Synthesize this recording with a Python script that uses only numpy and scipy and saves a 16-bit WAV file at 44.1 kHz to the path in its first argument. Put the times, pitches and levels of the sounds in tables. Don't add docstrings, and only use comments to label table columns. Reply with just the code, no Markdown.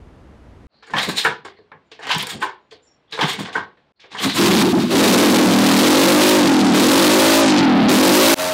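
import sys
import numpy as np
from scipy import signal
from scipy.fft import rfft, irfft
from scipy.io import wavfile
from scipy.ndimage import uniform_filter1d

SR = 44100
rng = np.random.default_rng(int(sys.argv[2]) if len(sys.argv) > 2 else 0)


def persist_wave(psi):
    counts = np.round(np.clip(psi, -1, 1) * 32767).astype(np.int16)
    wavfile.write(sys.argv[1], SR, np.atleast_2d(counts).T)


def decibels_to_gain(level_db):
    exponent = np.asarray(level_db, float) / 20
    return 10 ** exponent


N = 376173
TIME = np.arange(N) / SR

# pitch_hz, level_db, t60_s
FRAME = [(781, 3, .18), (1008, 3, .3), (1147, 4, .28), (1440, -0.5, .28), (1580, 9, .25), (1700, 6.5, .27),
         (1853, 6.5, .21), (2200, 3, .24), (2965, -14, .2)]
# pitch_hz, width_hz, level_db
BRIGHT = [(4600, 250, -3), (5450, 190, -5), (6860, 230, -1), (7500, 200, -2), (8150, 350, -3.5),
          (9000, 500, -3), (12000, 6000, -15)]
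# peak_s, gear_rattle_db, intake_rush_db, valve_hiss_db, rush_centre_hz
SWINGS = [(.91, -55, -43, -46, 3146), (.986, -14, -17, -32.5, 3236), (1.03, -35, -20.5, -27.5, 3941),
          (1.095, -26.5, -24.5, -29, 3820), (1.183, -41, -16, -23, 3957), (1.259, -17.5, -25, -34, 3620),
          (2.035, -29, -33.5, -49.5, 2875), (2.116, -17, -15.5, -46, 3136), (2.2, -28, -21, -33.5, 3210),
          (2.301, -27.5, -26.5, -28, 3606), (2.428, -25.5, -29.5, -35.5, 3088), (3.15, -35, -29, -56, 3775),
          (3.232, -15.5, -19, -50.5, 3187), (3.293, -19.5, -18.5, -27, 3443),
          (3.4, -28.5, -28.5, -34.5, 3450), (3.563, -22.5, -32, -44, 3214), (4.05, -47, -46, -90, 3450),
          (4.13, -39, -34, -51, 3820), (4.19, -30, -24.5, -49, 3130), (4.24, -20.5, -19.5, -24, 3460),
          (4.297, -24.5, -19, -34.5, 4010), (4.36, -35, -25.5, -22.5, 3850)]
# shut_s, reopened_s, rasp_loss_db, hiss_filter_steps_down
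SHUTS = [
    (4.622, 4.898, -13.5, 0.32),
    (5.3, 5.627, -3, 0.21),
    (6.341, 6.732, -10.5, 0.86),
    (7.387, 7.881, -12, 3.5),
    (7.584, 7.79, -5.5, 0),
    (4.89, 5.097, 1, -1),
]


def in_time(spans, quiet):
    out = np.outer(quiet, np.ones(N))
    for rows in spans:
        s, *columns = np.transpose(rows)
        on = (TIME >= s[0]) & (TIME <= s[-1])
        out[:, on] = [np.interp(TIME[on], s, c) for c in columns]
    return out


def rms_one(x):
    return x / np.sqrt(np.mean(x ** 2) + 1e-20)


def at_hz(points, hz):
    points_hz, values = np.transpose(points)
    return np.interp(np.log(hz + 1), np.log(points_hz), values)


def band(x, low_hz, high_hz):
    return rms_one(signal.sosfilt(signal.butter(2, [low_hz, high_hz], "band", fs=SR, output="sos"), x))


def resonate(x, peaks):
    out = 0
    for k, (hz, width_hz, db) in enumerate(peaks):
        r = np.exp(-np.pi * abs(width_hz) / SR)
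        poles = [1, -2 * r * np.cos(2 * np.pi * hz / SR), r * r]
        ring = signal.lfilter([(1 - r * r) / 2, 0, (r * r - 1) / 2], poles, x + 1e-18)
        out = out + (-1) ** k * decibels_to_gain(db) * ring
    return out


def grains(per_s, spread_db):
    size = decibels_to_gain(spread_db * np.minimum(rng.exponential(1, N), 5))
    return (rng.random(N) < per_s / SR) * rng.choice([-1, 1], N) * size


def coloured(spectrum):
    gain = decibels_to_gain(at_hz(spectrum, np.fft.rfftfreq(N, 1 / SR)))
    return rms_one(irfft(rfft(rng.standard_normal(N)) * gain, N))


def swells(s, db, rise_db_per_s, fall_db_per_s):
    late = TIME[::32] - np.array(s)[:, None]
    level = np.array(db)[:, None] - np.where(late < 0, -rise_db_per_s, fall_db_per_s) * late
    return np.interp(TIME, TIME[::32], decibels_to_gain(level.max(axis=0)))


def shutting(depths, sink_s, lag_s=0):
    reopen_s = 0.015
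    out = np.zeros(N)
    for (shut, opened, *_), depth in zip(SHUTS, depths):
        sunk = 1 - np.exp(-np.maximum(TIME - shut - lag_s, 0) / sink_s)
        out += depth * sunk * np.clip((opened - TIME) / reopen_s + 1, 0, 1)
    return out


def room(x, wet_db):
    # pitch_hz, t60_s
    room_t60 = [(200, 0.35), (1000, 0.24), (4000, 0.05), (12000, 0.049)]
    t, tail = TIME[:SR // 2], 0
    for hz in np.geomspace(80, 14000, num=9):
        octave = band(rng.standard_normal(len(t)), hz / 1.38, hz * 1.38)
        tail = tail + octave * np.sqrt(hz) * decibels_to_gain(-60 * t / at_hz(room_t60, hz))
    tail = tail * np.minimum(t / 0.0067, 1)
    return x + decibels_to_gain(wet_db) * signal.fftconvolve(x, tail / np.sqrt(np.sum(tail ** 2)))[:N]


def ventilation():
    # pitch_hz, level_db
    vent = [(15, -40), (25, -10), (60, 8.5), (174, -5), (219, -2), (756, -14), (930, -15.5), (1970, -24),
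            (12000, -49), (15600, -88), (22000, -120)]
    return decibels_to_gain(-43.5) * coloured(vent)


def workshop():
    # pitch_hz, level_db
    shop = [(35, -31.5), (60, -24.5), (139, 1.5), (712, -3), (5220, -19), (5670, -15.5), (6170, -18.5),
            (7150, -19), (9000, -23), (11700, -44.5), (19800, -120)]
    shop_db = -62
    rumble = decibels_to_gain(shop_db + 1.5) * band(rng.standard_normal(N), 25, 82)
    return decibels_to_gain(shop_db) * coloured(shop) + rumble


def squeaks():
    # start_s, pitch_hz, width_hz, level_db, length_s
    spring = [(0.69, 4300, 700, -60, 0.3), (0.695, 600, 250, -65, 0.06), (1.563, 4270, 700, -60, 0.06),
              (1.84, 7100, 150, -67, 0.09), (3.955, 4300, 600, -58, 0.05), (2.815, 7150, 150, -59, 0.13),
              (2.866, 5550, 150, -59, 0.1), (2.718, 4350, 700, -51, 0.045), (2.832, 7600, 300, -64, 0.04),
              (2.59, 6900, 600, -73, 0.15), (3.075, 3400, 300, -58, 0.07)]
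    out, t = np.zeros(N), TIME[:SR // 4]
    for s, hz, width_hz, db, length in spring:
        swell = 3 * t / length * np.exp(1 - 3 * t / length)
        rub = resonate(rng.standard_normal(len(t)), [(hz, width_hz, 0)])
        whistle = rms_one(resonate(rub, [(hz, width_hz, 0)]))
        out[round(s * SR):][:len(t)] += decibels_to_gain(db) * swell * whistle
    return out


def knocks():
    # start_s, peak_db, thud_db, pitch_hz
    slams = [(0.898, -26, -43, 760), (0.936, -5, -24, 1030), (1.086, -16, -41.5, 830),
             (1.249, -1, -20.5, 1500), (1.991, -28.5, -40, 827), (2.102, -8.5, -47.5, 965),
             (2.422, -6, -37, 970), (3.129, -19.5, -34, 1760), (3.19, -12.5, -20.5, 1147),
             (3.212, -6, -28, 1048), (3.553, -5.5, -25.5, 980), (4.115, -29, -45, 2460),
             (4.148, -20.5, -39, 920)]
    # start_s, peak_db, tick_db, pitch_hz
    clicks = [(0.825, -34, -55.5, 1554), (1.032, -13, -9, 2060), (1.089, -17, -11, 2110),
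              (1.172, -23.5, -8, 1840), (1.244, -46, -7.5, 1750), (2.069, -19, -21, 1130),
              (2.147, -14.5, -4.5, 1020), (2.182, -20, -6.5, 2230), (2.226, -17, -8.5, 1010),
              (2.269, -21, -7, 2200), (2.302, -24, -23, 1960), (2.417, -15.5, -32.5, 1780),
              (2.053, -22, -33.5, 2530), (2.427, -13, -35.5, 1000), (1.259, -10, -25, 1560),
              (3.176, -18, -26, 935), (3.119, -30, -34, 3430), (0.875, -33, -56.5, 1640),
              (0.966, -13, -45, 3170), (1.165, -24, -25, 4000), (3.294, -19.5, -28.5, 2320),
              (3.333, -18, -12, 2210), (3.386, -20, -28.5, 880), (3.484, -21.5, -35, 600),
              (3.541, -42, -26.5, 2200), (1.182, -21, -14.5, 4000), (2.027, -38, -34.5, 2000),
              (2.092, -12.5, -17, 3200), (2.406, -40, -22, 4200), (3.111, -47, -27.5, 3400),
              (3.401, -26, -22, 3400), (4.199, -14, -20, 3200), (4.227, -23, -10, 3500)]
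    # start_s, peak_db, thud_db, pitch_hz
    taps = [(1.449, -31, -33.5, 1010), (1.572, -45, -62, 2190), (1.587, -44, -42.5, 555),
            (1.717, -27, -43.5, 960), (1.916, -40, -43, 650), (2.716, -45, -46, 2240),
            (2.722, -38, -43, 660), (3.773, -47.5, -57.5, 690), (3.995, -38.5, -69, 2190),
            (4.04, -36, -47, 2270)]
    # start_s, clank_db, thud_db, tick_db, t60_s, pitch_hz
    blows = [(s, db, thud, db - 24, 0.22, hz) for s, db, thud, hz in slams]
    blows += [(s, db, db - 18, tick, 0.18, hz) for s, db, tick, hz in clicks]
    blows += [(s, db, thud, db - 30, 0.13, hz) for s, db, thud, hz in taps]
    clank_top = signal.butter(2, 4800, fs=SR, output="sos")
    out, t = np.zeros(N + SR), TIME[:SR // 3]
    for s, db, thud_db, tick_db, t60, centre_hz in blows:
        rattle = rng.standard_normal((3, len(t))) * (decibels_to_gain(-60 * t / t60) + np.exp(-t / 0.0032))
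        modes = [(hz, 90, d + rng.normal(0, 3)) for hz, d, ring_s in FRAME]
        clank = resonate(rattle[0], modes + [(centre_hz, 300, 9), (3900, 1400, -16)])
        clank = signal.sosfilt(clank_top, clank)
        hollow_hz = 455 * (1 + 0.099 * rng.normal())
        thud = resonate(rattle[1], [(hollow_hz, 70, 13.5), (332, 80, -9.5), (665, 83, -35.5), (90, 31, 8)])
        sharp = rattle[2] * (np.exp(-t / 0.003) + 0.25 * np.exp(-t / 0.035))
        tick = resonate(sharp, [(hz, w, d + rng.normal(0, 4)) for hz, w, d in BRIGHT])
        for peak_db, part in [(db - 3.5, clank), (thud_db + 4.0, thud), (tick_db - 11.5, tick)]:
            out[round(s * SR):][:len(t)] += decibels_to_gain(peak_db) * part / np.abs(part).max()
    return out[:N]


def strokes(column, offset_db, fall_db_per_s):
    # start_s, gear_rattle_db, intake_rush_db, valve_hiss_db
    jolt_rows = [(.83, -59, -44.5, -57.5), (0.869, -48.5, -54.5, -46), (1.45, -30, -38, -43.5),
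                 (1.721, -45, -68, -86.5), (1.917, -44, -38, -57), (1.995, -52.5, -57.5, -48),
                 (2.712, -53.5, -42, -50), (3.125, -37, -26.5, -48.5), (3.452, -27.5, -30.5, -52),
                 (3.529, -37.5, -32, -45), (4.0, -60, -39.5, -81), (1.172, -30, -22, -31),
                 (2.069, -25.5, -28, -45.5), (3.19, -18, -29, -45), (3.211, -17.5, -17, -38),
                 (4.149, -26, -44, -46), (3.772, -56, -58, -70)]
    swings, jolts = np.transpose(SWINGS), np.transpose(jolt_rows)
    swung = swells(swings[0], swings[column], 587.5, fall_db_per_s)
    jolted = swells(jolts[0], jolts[column], 5998, fall_db_per_s)
    return decibels_to_gain(offset_db) * np.maximum(swung, jolted)


def kicks():
    # pitch_hz, width_hz, level_db
    pipe = [(67.5, 110, 0.5), (150, 23, 7.5), (198, 25, 6.5), (270, 13, 11), (348, 870, -1.5)]
    # peak_s, peak_db
    puffs = [(.938, -23), (.986, -24), (1.09, -15.5), (1.259, -31.5), (1.45, -44), (1.601, -56),
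             (1.738, -62), (1.926, -50), (2.065, -33.5), (2.162, -27), (2.344, -21), (2.428, -45),
             (2.72, -66), (3.128, -44.5), (3.223, -15.5), (3.254, -29.5), (3.401, -19.5), (3.564, -29),
             (4.146, -33), (4.26, -11.5), (4.36, -14.5)]
    # peak_s, peak_db
    booms = [
        (.96, -30),
        (1.29, -31.5),
        (1.75, -48),
        (2.165, -24),
        (3.245, -24),
        (3.42, -51.5),
        (3.6, -42),
    ]
    rise_db_per_s, fall_db_per_s = 701, 222.5
    puff = band(resonate(grains(900, spread_db=3.5), pipe), 49, 420)
    boom = rms_one(resonate(puff, [(148, 26, 0)]))
    air = swells(*np.transpose(booms), rise_db_per_s, fall_db_per_s) * boom
    air += swells(*np.transpose(puffs), rise_db_per_s, fall_db_per_s) * decibels_to_gain(-5.5) * puff

    frame = [(650, 95, -9.5)] + [(hz, 170, db / 2) for hz, db, t60 in FRAME]
    gears = band(resonate(grains(2500, spread_db=4.0), frame), 450, 2000)
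    gears *= strokes(column=1, offset_db=-4.0, fall_db_per_s=249)

    rush_hz = np.interp(TIME, *np.transpose(SWINGS)[::4])
    wobble = rms_one(signal.lfilter([1], np.poly([.94, .94]), rng.standard_normal((2, N))))
    turn = 2 * np.pi * np.cumsum(rush_hz) / SR
    draw = strokes(column=2, offset_db=6.0, fall_db_per_s=190)
    whistle = wobble[0] * np.cos(turn) + wobble[1] * np.sin(turn)
    whistle *= (draw / draw.max()) ** 0.29
    rush = 0.4 * whistle + 0.27 * band(grains(4000, spread_db=1.5), 1900, 4600)

    hiss = rms_one(resonate(grains(5000, spread_db=3.0), BRIGHT))
    hiss *= strokes(column=3, offset_db=-5.0, fall_db_per_s=266)
    return air + gears + draw * rush + hiss


def silencer(hz):
    # pitch_hz, width_hz, level_db
    waves = [(150, 25, -6.5), (206.4, 32, 2.5), (270, 47.6, -0.5), (313.7, 40, -1.5), (361, 32, 3),
             (415, 30, -12), (460, 35, -9.5), (548, 99, -2), (622, 42, -7), (825, 92, -21.5),
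             (897, 130, -6)]
    # pitch_hz, width_hz, depth (0-1)
    nulls = [(173.8, 18, 1), (231.4, 27, 0.6), (392, 31, 0.6)]
    gain = decibels_to_gain(-22)
    for centre_hz, width_hz, db in waves:
        gain = gain + decibels_to_gain(db) / (1 + (2 * (hz - centre_hz) / width_hz) ** 4) ** .5
    for centre_hz, width_hz, depth in nulls:
        gain = gain * (1 - depth / (1 + (2 * (hz - centre_hz) / width_hz) ** 2))
    return gain


def engine():
    # time_s, firings_per_s
    speed = [(4.2, 21), (4.86, 21), (4.93, 39.5), (5.05, 42.4), (5.18, 40), (5.33, 43.3), (5.51, 39.7),
             (5.77, 39.5), (6.08, 48.5), (6.22, 51.6), (6.35, 52.4), (6.705, 36.4), (7.08, 51.2),
             (7.26, 54.5), (7.42, 55.9), (7.858, 34.4), (8.13, 51), (8.344, 57.2)]
    # time_s, firings_per_s
    full_speed = [
        (8.344, 89.9),
        (8.54, 89.9),
    ]
    # time_s, exhaust_db
    exhaust = [(4.2, -45.5), (4.244, -29), (4.326, -49.5), (4.385, -21.5), (4.4, -9.5), (4.466, -9.5),
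               (4.62, -13.5), (4.66, -24), (4.8, -20.5), (4.83, -28), (4.89, -32.5), (4.94, -17.5),
               (6.7, -15.5), (7.4, -15.5), (7.5, -8), (7.89, -10), (8.0, -14), (8.343, -1.5)]
    # time_s, exhaust_db, rasp_db
    full_revs = [
        (8.344, 6, -27),
        (8.54, -25, -28),
    ]
    # multiple of the firing rate, revving_db, full_revs_db
    orders = [(1, -5, -16), (2, -5.5, -18), (3, -4, -6.5), (4, -2.5, -13.5), (5, 0, -12.5), (6, 2, -4.5),
              (7, 1, 4), (8, -2.5, -6), (9, -6, -9), (10, 0.5, -3), (11, 1, -18.5), (12, -3.5, -9.5),
              (13, -4, -13), (14, -6.5, -16.5), (15, -8, -9.5), (16, -3, -7.5), (17, -6.5, -19.5),
              (18, -3, -24.5), (19, -7, -15), (20, -6, -9)]
    # pitch_hz, width_hz, level_db
    rasp_peaks = [(1020, 424, 4.5), (2440, 940, 1.5), (3820, 1210, 2.5), (8800, 23000, -15)]
    per_s, = in_time([speed, full_speed], [30])
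    level_db, = in_time([exhaust, [row[:2] for row in full_revs]], [-130])
    full = TIME > full_speed[0][0]
    over_db = np.interp(TIME, [4.93, 4.98], [6, 15])
    cycle = np.cumsum(per_s) / SR
    luck = rng.standard_normal((400, len(orders) + 2))

    rasp_db = -26.5 + 0.37 * (np.maximum(per_s, 36) - 45)
    rasp_db += shutting([row[2] for row in SHUTS], sink_s=0.061)
    rasp_db += np.clip(np.where(TIME < 4.9, -10, -18) - level_db, 0, 16)
    rasp_db = np.where(full, in_time([full_revs], [0, 0])[1], rasp_db)
    throttle = decibels_to_gain(-5.0 + 0.78 * (rasp_db + 24.5))

    cold = np.interp(TIME, [5.5, 5.7], [2.5, 1])
    late = 0.035 * (cold - .8) / 1.7
    turn = cycle + late * np.interp(cycle, np.arange(400), luck[:, -2])

    upper_db = -15.5 * shutting([0.2, 0.077, 0.63, 0.88, 0.1, 0.14], sink_s=0.0091, lag_s=0.062)[::16]
    top_db = 0.2 * (per_s[::16] - 53)
    chill_db = -6 * np.interp(TIME[::16], [5.05, 5.15], [1, 0])
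    note = 0
    for k, (multiple, db, full_db) in enumerate(orders):
        chance = np.interp(cycle, np.arange(400), luck[:, k] + 0.13 * luck[:, -1])
        uneven = 1.52 * np.where(full, .4, cold) * chance
        hz = multiple * per_s[::16]
        box_db = db + upper_db * np.clip((hz - 314.5) / 40, 0, 1)
        box_db = box_db + top_db * (hz > 435) + chill_db * (abs(hz - 275) < 40)
        box = np.repeat(silencer(hz) * decibels_to_gain(box_db), 16)[:N]
        sweep = -0.85 * k * k
        wave = np.sin(2 * np.pi * multiple * turn + sweep + 0.14 * uneven)
        note = note + np.where(full, decibels_to_gain(full_db), box) * decibels_to_gain(uneven) * wave

    gate = 0.12
    firing = cycle.astype(int)
    shifted = cycle + 0.57 * luck[firing, -2]
    burst = (1 - gate + gate * np.cos(np.pi * shifted) ** 2) * decibels_to_gain(1.3 * luck[firing, -1])
    rasp = rms_one(resonate(rng.standard_normal(N), rasp_peaks) * burst)
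    clatter = band(grains(3100, spread_db=-4.5), 650, 4000)
    return decibels_to_gain(level_db + over_db) * (rms_one(note) + throttle * rasp + decibels_to_gain(-35.5) * clatter)


def coughs():
    # start_s, peak_db, pitch_hz, length_s, low_ring_db
    firings = [(4.394, -9.5, 316, 0.032, -4), (4.435, -8, 307, .025, -5), (4.486, -10.5, 302, 0.028, -6),
               (4.529, -11.5, 307, .025, -4), (4.586, -8, 328, 0.029, -6.5), (4.625, -5, 270, 0.053, -13),
               (4.673, -13, 249, 0.019, -12), (4.728, -3.5, 270, 0.047, -14), (4.771, -6.5, 242, .034, -11),
               (4.838, -9.5, 230, 0.019, -20.5), (4.944, -13, 338, .03, -10)]
    out, t = np.zeros(N), TIME[:SR // 5]
    for s, db, hz, length, ring_db in firings:
        chirp = np.sin(2 * np.pi * hz * t * (.8 + 7.0 * t)) * np.exp(-(t / length) ** 4.0)
        ring = np.sin(2 * np.pi * 197.8 * t) * np.exp(-(t / (1.1 * length)) ** 2)
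        out[round(s * SR):][:len(t)] += decibels_to_gain(db) * chirp + decibels_to_gain(ring_db) * ring
    return out


def scene():
    motor = room(engine() + coughs(), wet_db=-16)
    metal = room(knocks(), wet_db=-10.5) + room(kicks() + squeaks(), wet_db=-26.0)
    return np.tile(metal + motor + workshop(), (2, 1))


def hiss_gate(x, shut_db, open_db, leak_db):
    gate_hz = [4700, 7000, 10000]
    steps = [signal.sosfiltfilt(signal.butter(4, hz, fs=SR, output="sos"), x) for hz in gate_hz] + [x]
    treble_db = 10 * np.log10(uniform_filter1d((x - steps[0]) ** 2, size=600) + 1e-14)
    place = len(gate_hz) * np.clip((treble_db - shut_db) / (open_db - shut_db), 0, 1)
    flutter = 1 + 0.15 * np.interp(TIME * 45, np.arange(400), rng.standard_normal(400))
    sunk = flutter * shutting([row[3] for row in SHUTS], sink_s=0.17)
    place = np.clip(len(gate_hz) - sunk, 0, place)
    slid = sum(np.maximum(1 - abs(place - k), 0) * step for k, step in enumerate(steps))
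    return slid + decibels_to_gain(leak_db) * (x - slid)


def roll_off(x):
    return signal.sosfilt(signal.butter(12, 15850, fs=SR, output="sos"), x)


def record(dry):
    # start_s, input_ceiling_db, fade_in_s
    scenes = [
        (0, 1, 0.00081),
        (0.669, -5.5, 0.078),
        (3.922, -11, 0.11),
        (8.343, -19, 0.056),
    ]
    scenes = np.array(scenes)
    start, ceiling_db, fade = scenes[np.searchsorted(scenes[:, 0], TIME, "right") - 1].T
    squared = np.clip(dry[0], -decibels_to_gain(ceiling_db), decibels_to_gain(ceiling_db))
    mix = signal.sosfilt(signal.butter(2, 142, "high", fs=SR, output="sos"), squared)
    mix = hiss_gate(mix, shut_db=-68, open_db=-40, leak_db=-19)
    mix = np.where(start > 0, mix, ventilation())
    mix = mix * np.clip((TIME - start) / fade, .002, 1) ** 1.84

    stray = np.repeat(rng.random(N // 1024 + 1) < 0.08, 1024)[:N]
    stray = np.roll(stray, 670) * (TIME > 4.4)
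    treble_band = signal.butter(2, [2500, 9000], "band", fs=SR, output="sos")
    treble = signal.sosfilt(treble_band, mix * rng.choice([-1, 1], N))
    mix = mix + decibels_to_gain(-21) * stray * treble * [[1], [-1]]
    mix = signal.sosfilt(signal.ellip(10, .5, 70, 15750, fs=SR, output="sos"), mix)
    return roll_off(mix)


dry = scene()
out = record(dry)
persist_wave(out)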